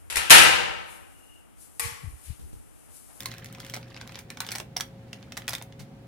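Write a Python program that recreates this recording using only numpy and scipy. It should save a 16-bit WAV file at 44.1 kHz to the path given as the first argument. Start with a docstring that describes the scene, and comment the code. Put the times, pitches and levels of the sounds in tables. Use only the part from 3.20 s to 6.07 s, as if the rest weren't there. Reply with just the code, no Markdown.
"""Small room, a couple of metres from a covered table: a paper packet is peeled open by hand.
Creases snap as noise bursts with facet rings; glue parts in thin ticks; panels flex as decaying noise.
Clumped sine grains and noise make the fine crinkle; the contents land as a low decaying sine plus rustle.
Filtered noise and wavering sines make the ventilation; random echoes and a short tail make the room."""
import sys
import numpy as np
from scipy import signal
from scipy.fft import rfft, irfft, next_fast_len
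from scipy.io import wavfile
from scipy.ndimage import map_coordinates

SR = 44100
rng = np.random.default_rng(int(sys.argv[2]) if len(sys.argv) > 2 else 0)


def unload_audio(sound):
    """Save the sound as a 16-bit wav file, at the path given as the first command line argument."""
    columns = np.transpose(np.atleast_2d(sound))
    # keep every value between -1 and 1, then stretch to whole-number steps
    steps = np.round(np.clip(columns, -1, 1) * 32767)
    wavfile.write(sys.argv[1], SR, steps.astype(np.int16))


N = 126567
TOP_HZ = 16000


def amp(db):
    """Amplitude factor of a level in dB."""
    return 10 ** (np.asarray(db) / 20)


def unit(x):
    """Scale to rms 1 over all channels."""
    return x / np.sqrt(np.mean(x ** 2) + 1e-20)


def along(points, hz):
    """Interpolate (hz, value) points on a log frequency axis."""
    point_hz, value = np.transpose(points)
    return np.interp(np.log(hz + 1), np.log(point_hz + 1), value)


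def curve(points):
    """Interpolate (time_s, value) points, one value per sample."""
    return np.interp(np.arange(N) / SR, *np.transpose(points))


def wobble(knots_per_s):
    """Smooth random curve through normally distributed knots."""
    knots = rng.standard_normal(int(N * knots_per_s / SR) + 4)
    return map_coordinates(knots, [np.arange(N) * knots_per_s / SR])


def low_shelf(hz, corner_hz):
    """1 below the corner, 0 above."""
    return 1 / (1 + (hz / corner_hz) ** 4)


def high_shelf(hz, corner_hz):
    """0 below the corner, 1 above."""
    return 1 - 1 / (1 + (hz / corner_hz) ** 6)


def coloured(x, db_at):
    """Causal minimum-phase filter with gain db_at(hz), built by folding the cepstrum."""
    n = x.shape[-1]
    m = 2 * next_fast_len(n)
    gain = amp(db_at(np.fft.rfftfreq(m, 1 / SR)))
    cepstrum = irfft(np.log(gain + 1e-6), m)
    cepstrum[..., 1:m // 2] *= 2
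    cepstrum[..., m // 2 + 1:] = 0
    response = np.exp(rfft(cepstrum))
    return irfft(rfft(x, m) * response, m)[..., :n]


def stereo(pair, width):
    """Left and right from two unrelated signals taken as mid and side."""
    mid = pair[0]
    side = coloured(pair[1], lambda hz: along(width, hz))
    return np.array([mid + side, mid - side])


def add(track, start_s, sound):
    """Mix a sound into the track, cut at the track's end."""
    i = max(0, round(start_s * SR))
    part = track[:, i:i + sound.shape[1]]
    part += sound[:, :part.shape[1]]


# air noise spectrum, relative: hz, density_db_per_hz
AIR_SPECTRUM = [(15, -26), (30, -15), (56, -3), (80, -4), (120, 2), (190, 0), (310, -8.5), (480, -12),
                (610, -19.5), (730, -13), (1000, -23.5), (2500, -29.5), (6000, -40), (15500, -46.5)]
# air stereo width: hz, side_over_mid_db
AIR_WIDTH = [(60, -16.5), (150, -17), (320, -8.5), (3000, 1.5)]
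# fan and motor lines: pitch_hz, level_db
HUM_LINES = [(117, -52), (240, -61.5), (273, -65), (541, -60)]
AIR_DB = -48.5
HUM_WAVER_DB, HUM_DRIFT_HZ = 1.5, 2.23


def ventilation():
    """Duct rumble and faint hiss, with slightly unsteady fan and motor lines."""
    noise = stereo(rng.standard_normal((2, N)), AIR_WIDTH)
    air = unit(coloured(noise, lambda hz: along(AIR_SPECTRUM, hz)))
    hum = np.zeros(N)
    for pitch_hz, level_db in HUM_LINES:
        level = amp(level_db + HUM_WAVER_DB * wobble(4.83))
        cycles = np.cumsum(pitch_hz + HUM_DRIFT_HZ * wobble(6)) / SR
        hum += level * np.sqrt(2) * np.sin(2 * np.pi * cycles)
    return amp(AIR_DB) * air + hum


# tail colour: hz, gain_db
ROOM_COLOUR = [(200, 0), (2000, -4), (6000, -12.5), (15000, -7.5)]
ROOM_T60_S, ROOM_ONSET_S = 0.2, 0.0026
EARLY_DB, EARLY_DECAY_S = -9.5, 0.012


def room_response(size=256):
    """Early echoes from table and cabinets, then a short, dull tail."""
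    hz, time_s, z = signal.stft(rng.standard_normal((2, SR // 2)), SR, nperseg=size)
    gain = amp(along(ROOM_COLOUR, hz))[:, None] * np.sqrt(2 * np.log(1000) / (ROOM_T60_S * SR))
    decay = amp(-60 * time_s / ROOM_T60_S)
    tail = signal.istft(z * gain * decay, SR, nperseg=size)[1]
    t = np.arange(tail.shape[1]) / SR
    onset = 1 - np.exp(-(t / ROOM_ONSET_S) ** 2)
    spiky = rng.standard_normal(tail.shape) ** 3  # cubing makes a few echoes stand out
    early = spiky * onset * np.exp(-t / EARLY_DECAY_S)
    early /= np.linalg.norm(early, axis=1, keepdims=True)
    return onset * tail + amp(EARLY_DB) * early


def room(x, count=14):
    """Echoes of the paper; the pattern is redrawn for each equal stretch as the hands move."""
    out = np.zeros((2, N))
    for part in np.array_split(np.arange(N), count):
        echoes = signal.fftconvolve(x[:, part], room_response(), axes=1)
        add(out, part[0] / SR, echoes)
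    return out


# paper colour, relative: hz, density_db_per_hz
PAPER_SPECTRUM = [(100, -22), (300, -6.5), (520, -6.5), (780, 0), (1200, -5.5), (1600, -2.5), (2200, 0.5),
                  (2800, -4), (3500, -0.5), (4600, -3), (5700, -2.5), (7500, -7.5), (10000, -8),
                  (15500, -16)]


def paper_db(hz):
    """Spectral colour of noise from the stiff sheet."""
    return along(PAPER_SPECTRUM, hz)


# packet stereo width: hz, side_over_mid_db
PAPER_WIDTH = [(300, -21.5), (1500, -9.5), (5000, -6), (15000, -5)]


def paper_stereo(pair):
    """Spread two unrelated signals over the packet's stereo width."""
    return stereo(pair, PAPER_WIDTH)


LAND_START_S, LAND_RISE_S, LAND_DECAY_S = 2.592, 0.0034, 0.02
PUSH_HZ, PUSH_DB, LAND_RUSTLE_DB = 128, -38, -43.5  # levels before the envelope


def landing():
    """The flat, light contents push out a puff of air and brush the table cover."""
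    t = np.maximum(np.arange(N) / SR - LAND_START_S, 0)
    shape = (1 - np.exp(-t / LAND_RISE_S)) * np.exp(-t / LAND_DECAY_S)
    push = np.sin(2 * np.pi * PUSH_HZ * t)
    rustle = unit(coloured(paper_stereo(rng.standard_normal((2, N))), paper_db))
    return shape * (amp(PUSH_DB) * push + amp(LAND_RUSTLE_DB) * rustle)


# crinkle level under the fingers: time_s, level_db
CRINKLE_LEVEL = [(0, -52.5), (.13, -52), (.3, -58.5), (.45, -52), (.57, -58), (.68, -60), (.78, -55.5),
                 (.98, -53), (1.05, -69), (1.24, -57.5), (1.36, -40.5), (1.46, -81), (2.1, -62),
                 (2.26, -58), (2.33, -43.5), (2.47, -80)]
CRINKLES_PER_S, CRINKLE_SPREAD_DB, CLUMP_DB = 600, 6.5, 3.5
CRINKLE_HZ, CRINKLE_SPREAD_OCTAVES, CRINKLE_DECAY_CYCLES = 2350, 0.55, 3.2
FIZZ_DB = -2  # against the facets


def crinkle(size=512):
    """Tiny facets flick in clumps, each with its own brief pitch, over the fizz of parting fibres."""
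    hits = np.flatnonzero(rng.random(N) < CRINKLES_PER_S / SR)
    pitch, strength, mid, side = rng.standard_normal((4, len(hits), 1))
    hz = np.clip(CRINKLE_HZ * 2 ** (CRINKLE_SPREAD_OCTAVES * pitch), None, TOP_HZ)
    cycles = hz * np.arange(size) / SR
    level = amp(CRINKLE_SPREAD_DB * 2 * np.tanh(strength / 2))
    grains = level * np.sin(2 * np.pi * cycles) * np.exp(-cycles / CRINKLE_DECAY_CYCLES)
    where = (hits[:, None] + np.arange(size)).ravel()
    # random polarity in mid and side scatters the grains between left and right
    facets = np.array([np.bincount(where, (grains * np.sign(w)).ravel(), N + size)[:N]
                       for w in (mid, side)])
    flutter = amp(CRINKLE_SPREAD_DB * wobble(400))
    fizz = coloured(rng.standard_normal((2, N)) * flutter, paper_db)
    clumps = amp(CLUMP_DB * np.tanh(wobble(70.42)))
    texture = paper_stereo(unit(facets) + amp(FIZZ_DB) * unit(fizz))
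    return amp(curve(CRINKLE_LEVEL)) * unit(clumps * texture)


# freed panels: start_s, level_db (before the decay)
PANEL_FLEXES = [(1.105, -47), (1.206, -37.5)]
FLEX_HZ, FLEX_HALF_WIDTH_OCTAVES, FLEX_DECAY_S = 1600, 0.7, 0.018


def flex_band_db(hz):
    """Midrange band-pass."""
    octaves = np.log2((hz + 1) / FLEX_HZ)
    return -10 * np.log10(1 + (octaves / FLEX_HALF_WIDTH_OCTAVES) ** 8)


def flexes(size=8192):
    """A panel straightens after its crease has snapped: a ragged midrange rustle that dies away."""
    out, t = np.zeros((2, N)), np.arange(size) / SR
    for start_s, level_db in PANEL_FLEXES:
        raggedness = amp(CLUMP_DB * wobble(CRINKLES_PER_S)[:size])
        ragged = rng.standard_normal((2, size)) * raggedness
        rustle = unit(coloured(paper_stereo(ragged), flex_band_db))
        add(out, start_s, amp(level_db) * np.exp(-t / FLEX_DECAY_S) * rustle)
    return out


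ATTACK_S, TREBLE_HZ = 0.00048, 7060
LEVEL_WINDOW_S = 0.0042  # tick and snap levels: rms with all energy packed into this time


def burst_db(hz, treble_db):
    """Paper colour with more or less treble."""
    return paper_db(hz) + treble_db * high_shelf(hz, TREBLE_HZ)


def at_level(x, level_db):
    """Scale a short burst so its energy gives level_db over LEVEL_WINDOW_S."""
    return amp(level_db) * unit(x) * np.sqrt(LEVEL_WINDOW_S * SR / x.shape[-1])


# glued seam: start_s, level_db, extra_treble_db
GLUE_TICKS = [(0.0235, -43, 3), (0.0325, -42, 4), (0.139, -43.5, 3), (0.1823, -43, 4), (0.245, -40.5, 9),
              (0.2585, -41.5, 2), (0.326, -45, 12), (0.3483, -44, -4), (0.4475, -43, 5), (0.465, -43, 4),
              (0.629, -46.5, -20), (0.7444, -44.5, -16), (0.7737, -43, -16), (0.875, -43.5, 4),
              (0.945, -44, -12), (1.2175, -40.5, -8), (1.2475, -43, -16), (1.2655, -38, 4),
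              (1.307, -39.5, 0), (2.027, -48.5, -15), (2.22, -44.5, -20), (2.3825, -43.5, 1),
              (2.4238, -39.5, 5), (2.524, -49.5, -11)]
TICK_DECAY_S, TICK_LOW_HZ, TICK_LOW_DB = 0.0013, 850, -20
TICK_DULL_HZ, TICK_DULL_DB = 3100, -4  # the soft glue damps the upper range


def tick_thinning_db(hz):
    """Bass cut and glue damping."""
    return TICK_DULL_DB * high_shelf(hz, TICK_DULL_HZ) + TICK_LOW_DB * low_shelf(hz, TICK_LOW_HZ)


def ticks(size=1024):
    """Each spot of glue parts with a thin click that rings nothing."""
    out, t = np.zeros((2, N)), np.arange(size) / SR
    shape = (1 - np.exp(-t / ATTACK_S)) * np.exp(-t / TICK_DECAY_S)
    for start_s, level_db, treble_db in GLUE_TICKS:
        noise = paper_stereo(shape * rng.standard_normal((2, size)))
        tick = coloured(noise, lambda hz: burst_db(hz, treble_db) + tick_thinning_db(hz))
        add(out, start_s, at_level(tick, level_db))
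    return out


RING_DB, RING_DECAY_S = -7, 0.0022  # level against the burst, at CRINKLE_HZ
RING_DB_PER_OCTAVE = 1.6  # small, high facets radiate better


def facet(hz, t):
    """Brief ring of one flipping facet, against a burst of rms 1."""
    shape = (1 - np.exp(-t / ATTACK_S)) * np.exp(-t / RING_DECAY_S)
    ring = shape * np.sin(2 * np.pi * (hz * t + rng.random()))
    return amp(RING_DB + RING_DB_PER_OCTAVE * np.log2(hz / CRINKLE_HZ)) * unit(ring)


BEND_DELAY_S = 0.000899  # at 1 kHz


def dispersed(x):
    """Bending waves cross the sheet treble first: delay falls with the root of frequency."""
    hz = np.fft.rfftfreq(x.shape[-1], 1 / SR)
    delay_s = BEND_DELAY_S * np.sqrt(1000 / np.maximum(hz, hz[1]))
    phase = 2 * np.pi * np.cumsum(delay_s - delay_s[-1]) * hz[1]
    return irfft(rfft(x) * np.exp(-1j * phase), x.shape[-1])


# buckling creases: start_s, level_db, extra_bass_db, extra_treble_db, ring_hz of each flipping facet
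CREASE_SNAPS = [(0.0045, -33.5, -1, 10, 3500), (0.0572, -26.8, -6, 6, 1030, 2160, 4250, 4400),
                (0.115, -39, -7, -7, 2050), (0.4009, -38.5, -15, 3, 3300), (0.4974, -37.5, -9, 4, 3230),
                (0.5375, -31.5, 6, -1, 2050, 2200), (0.542, -32.5, -3, 5, 5800), (0.553, -38, -1, -8, 2230),
                (0.564, -35.5, 9, 5, 2100), (0.571, -38.5, 10, -4, 1400), (0.7643, -41, 0, -14, 2230),
                (0.8119, -37.5, 2, -8, 1500), (0.893, -43, 9, -19, 1570), (0.955, -37, -2, -5, 2330),
                (0.9892, -38.5, -12, 3.5, 2340), (1.1021, -35.3, -2, 2.5, 2280, 5600),
                (1.1715, -38.5, 6, -4, 2260), (1.2036, -25.6, 0, 6, 900, 1480, 4100),
                (1.288, -32, -5, -12, 2950), (1.3171, -29.5, -7, 3, 5660), (1.3225, -32.7, 1, 9, 2220),
                (1.3515, -32, 0, 0, 2050), (1.3565, -29.5, 7, 3.5, 2300), (1.383, -33.5, -2, 5, 8450),
                (1.4, -32, 3, -4, 2710), (1.5638, -33.5, 3, -5, 760, 3800),
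                (1.5668, -23.3, -6, 2.5, 760, 5100, 5650, 5750), (1.575, -38, 3, 2, 2100),
                (1.5995, -34, 7, 6, 1590), (1.6072, -24.3, -3, 1, 3400, 5780), (1.93, -35.3, -7, -11, 2730),
                (2.121, -37.5, 0, -7.5, 2590), (2.169, -35, 1, -6, 2570), (2.1743, -30, 3, 3, 1960),
                (2.2792, -25.7, -1, 1, 1900, 2500), (2.2863, -31, 3, -7, 2420), (2.292, -28.5, 8, 14, 4950),
                (2.306, -36.5, -1, 1, 5640), (2.3325, -30.3, 5, 2, 3700), (2.3368, -30.3, 2, 2, 1650, 1830),
                (2.3505, -28.5, -15, 0, 3580), (2.4135, -40, 11, -16, 3550)]
SNAP_DECAY_S, FLUTTER_DECAY_S, FLUTTER_DB = 0.0015, 0.0055, -15.5
BASS_HZ = 1510


def snaps(size=2048):
    """Each crease gives way in a millisecond burst that rings one or a few facets of the sheet."""
    out, t = np.zeros((2, N)), np.arange(size) / SR
    decay = np.exp(-t / SNAP_DECAY_S) + amp(FLUTTER_DB) * np.exp(-t / FLUTTER_DECAY_S)
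    shape = (1 - np.exp(-t / ATTACK_S)) * decay
    for start_s, level_db, bass_db, treble_db, *rings_hz in CREASE_SNAPS:
        noise = paper_stereo(shape * rng.standard_normal((2, size)))
        burst = coloured(noise, lambda hz: burst_db(hz, treble_db) + bass_db * low_shelf(hz, BASS_HZ))
        rings = sum(facet(hz, t) for hz in rings_hz)
        snap = dispersed(unit(burst) + rings)
        add(out, start_s, at_level(snap, level_db))
    return out


# stereo balance: hz, left_minus_right_db
BALANCE = [(300, -1), (1200, 0.5), (2700, 0), (4200, -4.5), (6400, -4), (9800, -0.5), (12500, 4.5),
           (15000, 11.5)]
# stereo lag: time_s, left_behind_right_us
LAG = [(0, -43), (2.3, 15)]


def scene():
    """The packet, direct and off the walls, over ventilation; left first leads, later trails right."""
    paper = landing() + crinkle() + flexes() + ticks() + snaps()
    half_lag = curve(LAG) * SR / 2e6  # samples
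    direct = np.array([map_coordinates(channel, [np.arange(N) - sign * half_lag], order=5)
                       for channel, sign in zip(paper, (1, -1))])
    heard = coloured(direct + room(paper), lambda hz: np.outer([1, -1], along(BALANCE, hz)) / 2)
    return ventilation() + heard


def record(dry):
    """Sharp low-pass: nothing remains from TOP_HZ upwards."""
    m = next_fast_len(N + SR // 2)
    keep = np.fft.rfftfreq(m, 1 / SR) < TOP_HZ
    return irfft(rfft(dry, m) * keep, m)[:, :N]


dry = scene()
out = record(dry)
unload_audio(out)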